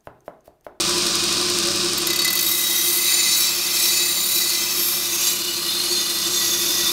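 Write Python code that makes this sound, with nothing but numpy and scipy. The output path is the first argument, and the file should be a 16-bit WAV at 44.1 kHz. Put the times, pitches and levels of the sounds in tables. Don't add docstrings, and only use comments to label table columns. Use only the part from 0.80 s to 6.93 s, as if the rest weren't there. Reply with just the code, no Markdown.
import sys
import numpy as np
from scipy import signal
from scipy.fft import rfft, irfft
from scipy.io import wavfile
from scipy.ndimage import uniform_filter1d

SR = 44100
rng = np.random.default_rng(int(sys.argv[2]) if len(sys.argv) > 2 else 0)


def to_wav(sig):
    pcm = np.clip(np.atleast_2d(sig), -1, 1) * 32767
    pcm = np.round(pcm).astype(np.int16)
    wavfile.write(sys.argv[1], SR, pcm.T)


def rack_gain(trim_db):
    fader = np.asarray(trim_db, float)
    return 10 ** (fader / 20)


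N = 270288
T = np.arange(N) / SR


def rms_one(x):
    return x / np.sqrt(np.mean(x ** 2) + 1e-20)


def in_time(rows):
    s, *columns = np.transpose(rows)
    return [np.interp(T, s, c) for c in columns]


def colour(x, points):
    hz, level_db = np.transpose(points)
    bins = np.log(np.arange(1, N // 2 + 2) * SR / N)
    gain_db = np.interp(bins, np.log(hz), level_db)
    return rms_one(irfft(rfft(x) * rack_gain(gain_db), N))


def drift(rate):
    r = np.exp(-80 * np.pi * rate / SR)
    noise = rng.standard_normal(N // 40 + 2002)
    slow = signal.lfilter([1], [1, -2 * r, r * r], noise)[2000:]
    return np.interp(np.arange(N) / 40, np.arange(len(slow)), rms_one(slow))


def resonance(x, hz, width):
    r = np.exp(-np.pi * width / SR)
    poles = [1, -2 * r * np.cos(2 * np.pi * hz / SR), r * r]
    return signal.lfilter([(1 - r * r) / 2, 0, (r * r - 1) / 2], poles, x)


def grit(per_s, spread_db):
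    sizes = rack_gain(spread_db * np.minimum(rng.exponential(1, N), 5)) * rng.standard_normal(N)
    return rms_one(sizes * (rng.random(N) < per_s / SR))


# (time [s], place along the blade [0-1])
PLACE = [(1.5, 0.07), (2.02, 0.087), (2.25, 0.17), (2.84, 0.54), (3.33, 0.2), (3.62, 0.36), (4.0, 0.48),
         (4.62, 0.71), (5.15, 0.83), (5.42, 0.84), (5.64, 0.92), (6.13, 0.98)]


def blade(loops, lumps):
    force = contact()
    place, = in_time(PLACE)
    wheel_db = 0.9 * np.sin(2 * np.pi * 2.94 * loops)
    flutter = rack_gain(0.7 * lumps + wheel_db + .5 * drift(32) + 0.092 * drift(8.7))
    ringing = blade_modes(force, place, flutter * grit(30000, 1.5))
    chips = flutter * grit(30000, 1.5)
    return rack_gain(6.5) * ringing + grit_hiss(force, place, chips) + spark_sizzle(force, place, chips)


BLADE_HZ = [1945, 2030, 2390, 2585, 2920, 3210, 3555, 3840, 4170, 4505, 4670, 5125, 5435, 5820, 6190, 6520,
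            7030, 7535, 7910, 8465, 8890, 9500, 9950, 10500, 11100, 11600, 12050, 12600, 13500, 14100]
# (level [dB], antinodes along the stroke, shift [0-1], tilt along the stroke [dB])
MODE_SHAPES = [(8.5, 0.343, 0.24, 17), (0.5, 0.53, 1, -5.5), (0, 1.07, 0.56, 17), (4.5, 0.75, 0.85, 18),
               (-3.5, 1.8, 0.76, 26), (-4.5, 2.83, 0.7, -13), (12, 0.36, 0.4, 6), (19, 0.22, 0.31, 3.5),
               (4, 2.52, 1, 15), (6, 1.72, 0.5, -6), (-1, 0.34, 0.89, 4), (0, 1.56, 0.54, 8),
               (5, 1.65, 0.19, -17), (2.5, 3.6, 0.73, 10), (12.5, 0.23, 0.27, 5), (3.5, 3.6, 0.76, 10.5),
               (1.5, 2.65, 0.23, -33), (5, 4.5, 0, 11), (2, 2.94, 0.85, 5), (3.5, 4.26, 0.52, 12),
               (2.5, 1.95, 0.54, -18), (0.5, 0.84, 0.78, -5), (3, 4.48, 0.43, 17), (2, 0.37, 0.82, 9),
               (9, 0.65, 0.29, -8), (13, 0.53, 0.39, -13), (-3, 0.27, 0.62, -1), (4, 2.3, 0.7, -14),
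               (-9, 0.48, 0.75, -4), (1, 0.07, 0.3, -7)]
# (pitch [Hz], width [Hz], level [dB])
FREE_RING = [(2015, 32, -2), (2580, 33, -6), (3830, 52, -2), (4180, 45, -7), (4485, 44, 1), (6190, 37, -8),
             (6530, 38, -9), (7050, 43, -8), (8900, 51, -10), (9940, 60, -13), (11700, 100, -15),
             (12600, 140, -12)]
# (pitch [Hz], width [Hz], level [dB])
FIRM_MODES = [(2593, 33, 5.5), (3880, 16, -12), (3920, 17, 16), (3980, 22, 16), (4350, 16, 6),
              (4330, 32, 5), (4500, 36, 6), (4656, 28, 4)]
FREE_DAMPING = .55
MODE_WIDTH_HZ, WIDTH_PER_KHZ = 28, 8.0


def blade_modes(force, place, scratch):
    body, edge, sizzle, bouncing = force
    ringing, firm = np.zeros(N), firmness()
    for hz, width, db in FREE_RING:
        ringing += rack_gain(db + 17.0) * resonance(bouncing * scratch, hz, FREE_DAMPING * width)
    for hz, width, db in FIRM_MODES:
        ringing += rack_gain(db - 3.5) * resonance(firm * body * scratch, hz, width)
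    for hz, (db, antinodes, shift, tilt_db) in zip(BLADE_HZ, MODE_SHAPES):
        width = MODE_WIDTH_HZ + WIDTH_PER_KHZ * hz / 1000
        if hz < 7500:
            push = rack_gain(1.5) * (body - .6 * bouncing)
        elif hz < 11000:
            push = edge
        else:
            push = rack_gain(-2.5) * sizzle
        swing = .1 + np.cos(np.pi * (antinodes * place + shift)) ** 2
        shape = swing * rack_gain(db + tilt_db * (place - .5))
        drive = shape * rack_gain(1.5 * drift(9)) * push * scratch
        trade = rack_gain(2 * drift(3))
        ringing += resonance(drive * trade, hz - .4 * width, .8 * width)
        ringing -= resonance(drive / trade, hz + .4 * width, .8 * width)
    return ringing


# (pitch [Hz], level [dB per Hz])
BODY_COLOUR = [(300, -17.5), (700, -7), (1200, -2), (1800, -7), (2600, -1.5), (3300, -1.5), (4300, 6),
               (5500, 2.5), (7000, 2.5), (8000, -12), (10000, -47)]
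# (pitch [Hz], level [dB per Hz])
EDGE_COLOUR = [(5500, -49), (7000, -0.5), (8000, -2.5), (9500, 4), (10500, 0), (11500, 7), (14000, -34)]
BODY_SPLIT_HZ, BODY_DULLS_DB, BODY_DULL_AT, BODY_DULL_SPAN = 5000, -7, 0.79, 0.07


def grit_hiss(force, place, chips):
    body, edge, _, _ = force
    rasp = colour(chips, BODY_COLOUR)
    bright = signal.sosfiltfilt(signal.butter(2, BODY_SPLIT_HZ, "high", fs=SR, output="sos"), rasp)
    dull_db = BODY_DULLS_DB * np.exp(-((place - BODY_DULL_AT) / BODY_DULL_SPAN) ** 2)
    rasp += bright * (rack_gain(dull_db) - 1)
    return rack_gain(-7.0) * body * rasp + rack_gain(-5.0) * edge * colour(chips, EDGE_COLOUR)


# (pitch [Hz], level [dB per Hz])
SIZZLE_COLOUR = [(7500, -40), (10000, -12), (11300, -1), (12800, 0), (14000, -1), (16000, -2), (20000, -2)]
LEAN_DB, LEAN_PER_FLARE, LEAN_TILT_DB = 1.3, -0.2, -4.5


def spark_sizzle(force, place, chips):
    sizzle = force[2]
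    sparks = colour(chips, SIZZLE_COLOUR)
    upper = signal.sosfilt(signal.butter(3, 13300, "high", fs=SR, output="sos"), sparks)
    lower = signal.sosfilt(signal.butter(3, 13300, "low", fs=SR, output="sos"), sparks)
    lean = rack_gain(LEAN_DB + LEAN_PER_FLARE * flares() + LEAN_TILT_DB * place)
    return rack_gain(1.5) * sizzle * (upper * lean + lower / lean)


# (time [s], level [dB])
PRESSURE = [(1.7, -23), (2.0, -22), (2.2, -21.5), (2.58, -22.5), (2.8, -20.5), (3.02, -22), (3.46, -27.5),
            (3.79, -23), (3.9, -23), (4.12, -23), (4.34, -23), (4.48, -20), (4.56, -25.5), (4.7, -24),
            (5.15, -21), (5.35, -24.5), (5.68, -22), (6.13, -22)]
# (time [s], sizzle peak [dB], body level [dB])
BOUNCES = [(1.177, -13.5, -12), (1.2683, -13, -17.5), (1.3, -21, -17.5), (1.33, -19, -16.5),
           (1.359, -15, -17), (1.389, -16, -18), (1.417, -17, -15.5), (1.446, -14, -14.5),
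           (1.477, -19, -14.5), (1.503, -11, -17), (1.528, -9, -19), (1.553, -10, -18), (1.572, -14, -19),
           (1.59, -12, -13), (1.609, -11.5, -23), (1.626, -10.5, -19.5), (1.646, -13.5, -25),
           (1.663, -12, -19.5), (1.684, -11.5, -21.5), (1.713, -9, -15.5)]
FIRST_TOUCH_S = BOUNCES[0][0]
TOUCH_S, BOUNCE_BODY_DB, BOUNCE_SIZZLE_DB = 0.0077, -2.5, -10
GRAZE_SHARE = 0.21
SETTLE_FROM_S, SETTLE_S = 1.48, 0.28
PRESS_DB = 2.5
SPARK_DB, SPARK_TILT_DB, SPARK_FIRM_DB = -28.5, -4.5, 1
SPARK_DULLS_DB, DULL_FROM_S, DULL_BACK_S = -5, 4.44, 1.2
EDGE_DB, EDGE_FROM_SPARKS, EDGE_FIRM_DB, EDGE_TILT_DB = -1.5, 0.44, 1.5, -3.5


def contact():
    firm, (place,) = firmness(), in_time(PLACE)
    body_db = in_time(PRESSURE)[0] + PRESS_DB * firm
    since_dull = T - DULL_FROM_S
    eased = np.clip(since_dull / 0.21, 0, 1) * np.exp(-np.maximum(since_dull, 0) / DULL_BACK_S)
    sizzle_db = SPARK_DB + 2 + SPARK_TILT_DB * place + SPARK_FIRM_DB * firm
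    sizzle_db = sizzle_db + flares() + SPARK_DULLS_DB * eased
    edge_db = EDGE_DB + EDGE_FROM_SPARKS * sizzle_db + (1 - EDGE_FROM_SPARKS) * body_db
    edge_db = edge_db + EDGE_FIRM_DB * firm + EDGE_TILT_DB * place
    settle = np.clip((T - SETTLE_FROM_S) / SETTLE_S, 0, 1) ** 0.89
    body, sizzle = np.zeros(N), np.zeros(N)
    for s, db, low_db in BOUNCES:
        since = T - s
        after = np.maximum(since, 0)
        touch = np.clip(since / .0005, 0, 1) / (1 + (after / TOUCH_S) ** 6)
        touch *= 1 + 0.32 * np.exp(-after / 0.0012)
        share = GRAZE_SHARE if s == FIRST_TOUCH_S else 1
        body += rack_gain(BOUNCE_BODY_DB + low_db) * touch * share
        sizzle += rack_gain(db + BOUNCE_SIZZLE_DB) * touch
    return (np.maximum(settle * rack_gain(body_db - 1.0), body),
            np.maximum(settle * rack_gain(edge_db), rack_gain(-0.5) * sizzle),
            np.maximum(settle * rack_gain(sizzle_db), sizzle),
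            (1 - settle) * body)


# (time [s], length [s], firmness [0-1])
PRESSES = [
    (2.233, 0.47, 0.78),
    (2.935, 0.84, 0.92),
    (4.456, 0.046, 0.7),
]
PRESS_EDGE_S, PRESS_SAG_S, PRESS_KEEPS = 0.035, 0.72, 0.94


def firmness():
    out = np.zeros(N)
    for s, length, firm in PRESSES:
        held = np.clip(np.minimum(T - s, s + length - T) / PRESS_EDGE_S + .5, 0, 1)
        sag = np.exp(-np.maximum(T - s, 0) / PRESS_SAG_S)
        out += firm * held * (PRESS_KEEPS + (1 - PRESS_KEEPS) * sag)
    return out


# (time of the crest [s], flare [dB], rise [s])
FLARES = [(1.7, 4, 0.12), (2.13, 4.5, 0.16), (2.6, 6, 0.046), (3.05, 4.5, 0.088), (3.54, 4.5, 0.093),
          (4.06, 6.5, 0.11), (4.49, 4.5, 0.083), (5.63, 3, 0.091), (5.85, 3.5, 0.15), (6.12, 3.5, 0.08)]
FALL_SHARE = 0.99


def flares():
    swell_db = np.zeros(N)
    for s, db, rise in FLARES:
        span = np.where(T < s, rise, FALL_SHARE * rise)
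        swell_db += db * np.exp(-((T - s) / span) ** 2)
    return swell_db


# (pitch [Hz], level [dB per Hz])
IDLE_COLOUR = [(260, -51), (450, -24), (571, -6.5), (865, -13), (1160, -7), (2050, -11.5), (2490, -5.5),
               (3200, -3.5), (3770, 0), (5000, 2.5), (7140, -5), (8790, -9), (9760, -13), (15700, -22.5)]
# (pitch [Hz], width [Hz], level [dB])
FRAME = [(573, 4, -4), (1042, 3.7, 10), (1166, 120, 2.5), (1474, 49, 0.5), (1903, 28, -12), (2475, 76, -2),
         (3800, 170, -9), (8630, 410, -0.5)]
IDLE_DB = -21.5


def belt(loops, lumps):
    noise = colour(grit(30000, 1.2), IDLE_COLOUR)
    hiss = noise + sum(rack_gain(db) * resonance(noise, hz, width) for hz, width, db in FRAME)
    hiss = rack_gain(IDLE_DB - 1.0 + 0.95 * lumps + 0.24 * drift(5)) * hiss
    passes = np.flatnonzero(np.diff(np.floor(loops)) > 0)
    snaps = np.zeros(N)
    snaps[passes] = rack_gain(1.5 * rng.standard_normal(len(passes))) * rng.choice([-1, 1], len(passes))
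    snap = rack_gain(6) * resonance(resonance(snaps, 4800, 5000), 5500, 7000)
    snap += rack_gain(3) * resonance(resonance(snaps, 8600, 4000), 8000, 5000)
    rattle = noise * signal.lfilter([1], [1, -np.exp(-1 / (0.001 * SR))], np.abs(snaps))
    return hiss + snap + rack_gain(-41) * rattle


# (time [s], speed [loops per s])
BELT_SPEED = [
    (0, 11.56),
    (1.4, 11.56),
    (1.7, 11.513),
    (6.2, 11.513),
]
FIRST_SPLICE_S = .0092


def belt_loops():
    loops = np.cumsum(in_time(BELT_SPEED)[0]) / SR - FIRST_SPLICE_S * BELT_SPEED[0][1]
    lumps = rng.standard_normal(40)
    lumps = rms_one(lumps - lumps.mean())
    return loops, np.interp(loops % 1, np.arange(40) / 40, lumps, period=1)


# (pitch [Hz], level [dB])
TONES = [(32.7, -54), (46, -59), (107.7, -47), (164, -51), (177.3, -45), (189, -51), (210, -42),
         (243.5, -54), (311, -48), (332, -44), (343.5, -40), (355, -36), (566, -51), (737, -56), (995, -49),
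         (1180, -51)]
# (pitch [Hz], level [dB per Hz])
RUMBLE_COLOUR = [(15, -30), (28, -36), (65, -25), (130, -17.5), (180, -19), (200, -35), (255, -15.5),
                 (300, -12), (345, 0), (358, -14), (368, -16), (420, -14), (520, -20.5), (700, -41)]
RUMBLE_DB = -35.5


def motor():
    tones = np.zeros(N)
    for hz, db in TONES:
        wobble_db = min(hz / 90, 4) * drift(8)
        tones += rack_gain(db + wobble_db) * np.sqrt(2) * np.sin(2 * np.pi * (hz * T + rng.random()))
    return tones + rack_gain(RUMBLE_DB) * colour(rng.standard_normal(N), RUMBLE_COLOUR)


def workshop(x):
    t = np.arange(int(.4 * SR)) / SR
    tail = rng.standard_normal(len(t)) * rack_gain(-60 * t / .3) * (t > .004)
    tail = signal.lfilter([1], [1, -.25], tail)
    return signal.fftconvolve(x, tail / np.sqrt(np.sum(tail ** 2)))[:N]


IDLE_GAIN_DB, DUCKED_DB, CLOSE_S = 1.03, -8, 0.31
DUCK_SHARE = 0.2
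RECOVER_DB_PER_S, RECOVER_FROM_S = 3.5, 4.84


def gain_control():
    closed = np.clip((T - FIRST_TOUCH_S) / (2 * CLOSE_S), 0, 1)
    pressure_db = uniform_filter1d(in_time(PRESSURE)[0] + PRESS_DB * firmness(), size=SR // 8)
    ducked = DUCKED_DB - DUCK_SHARE * (pressure_db - pressure_db.mean())
    ducked = ducked + RECOVER_DB_PER_S * np.maximum(T - RECOVER_FROM_S, 0)
    return IDLE_GAIN_DB - 1.35 * np.minimum(T, FIRST_TOUCH_S) + closed * ducked


def scene():
    loops, lumps = belt_loops()
    steel = blade(loops, lumps)
    machine = rack_gain(gain_control()) * (motor() + belt(loops, lumps))
    mono = machine + steel + rack_gain(-10) * workshop(steel)
    return np.array([mono, mono])


def roll_off(x):
    return signal.sosfilt(signal.butter(12, 16340, fs=SR, output="sos"), x)


def record(dry):
    above_hz = np.maximum(np.arange(N // 2 + 1) * SR / N - 15730, 0)
    spectrum = rfft(dry, axis=1) * rack_gain(-.35 * above_hz)
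    mix = irfft(spectrum, N, axis=1)
    return roll_off(mix)


dry = scene()
out = record(dry)
to_wav(out)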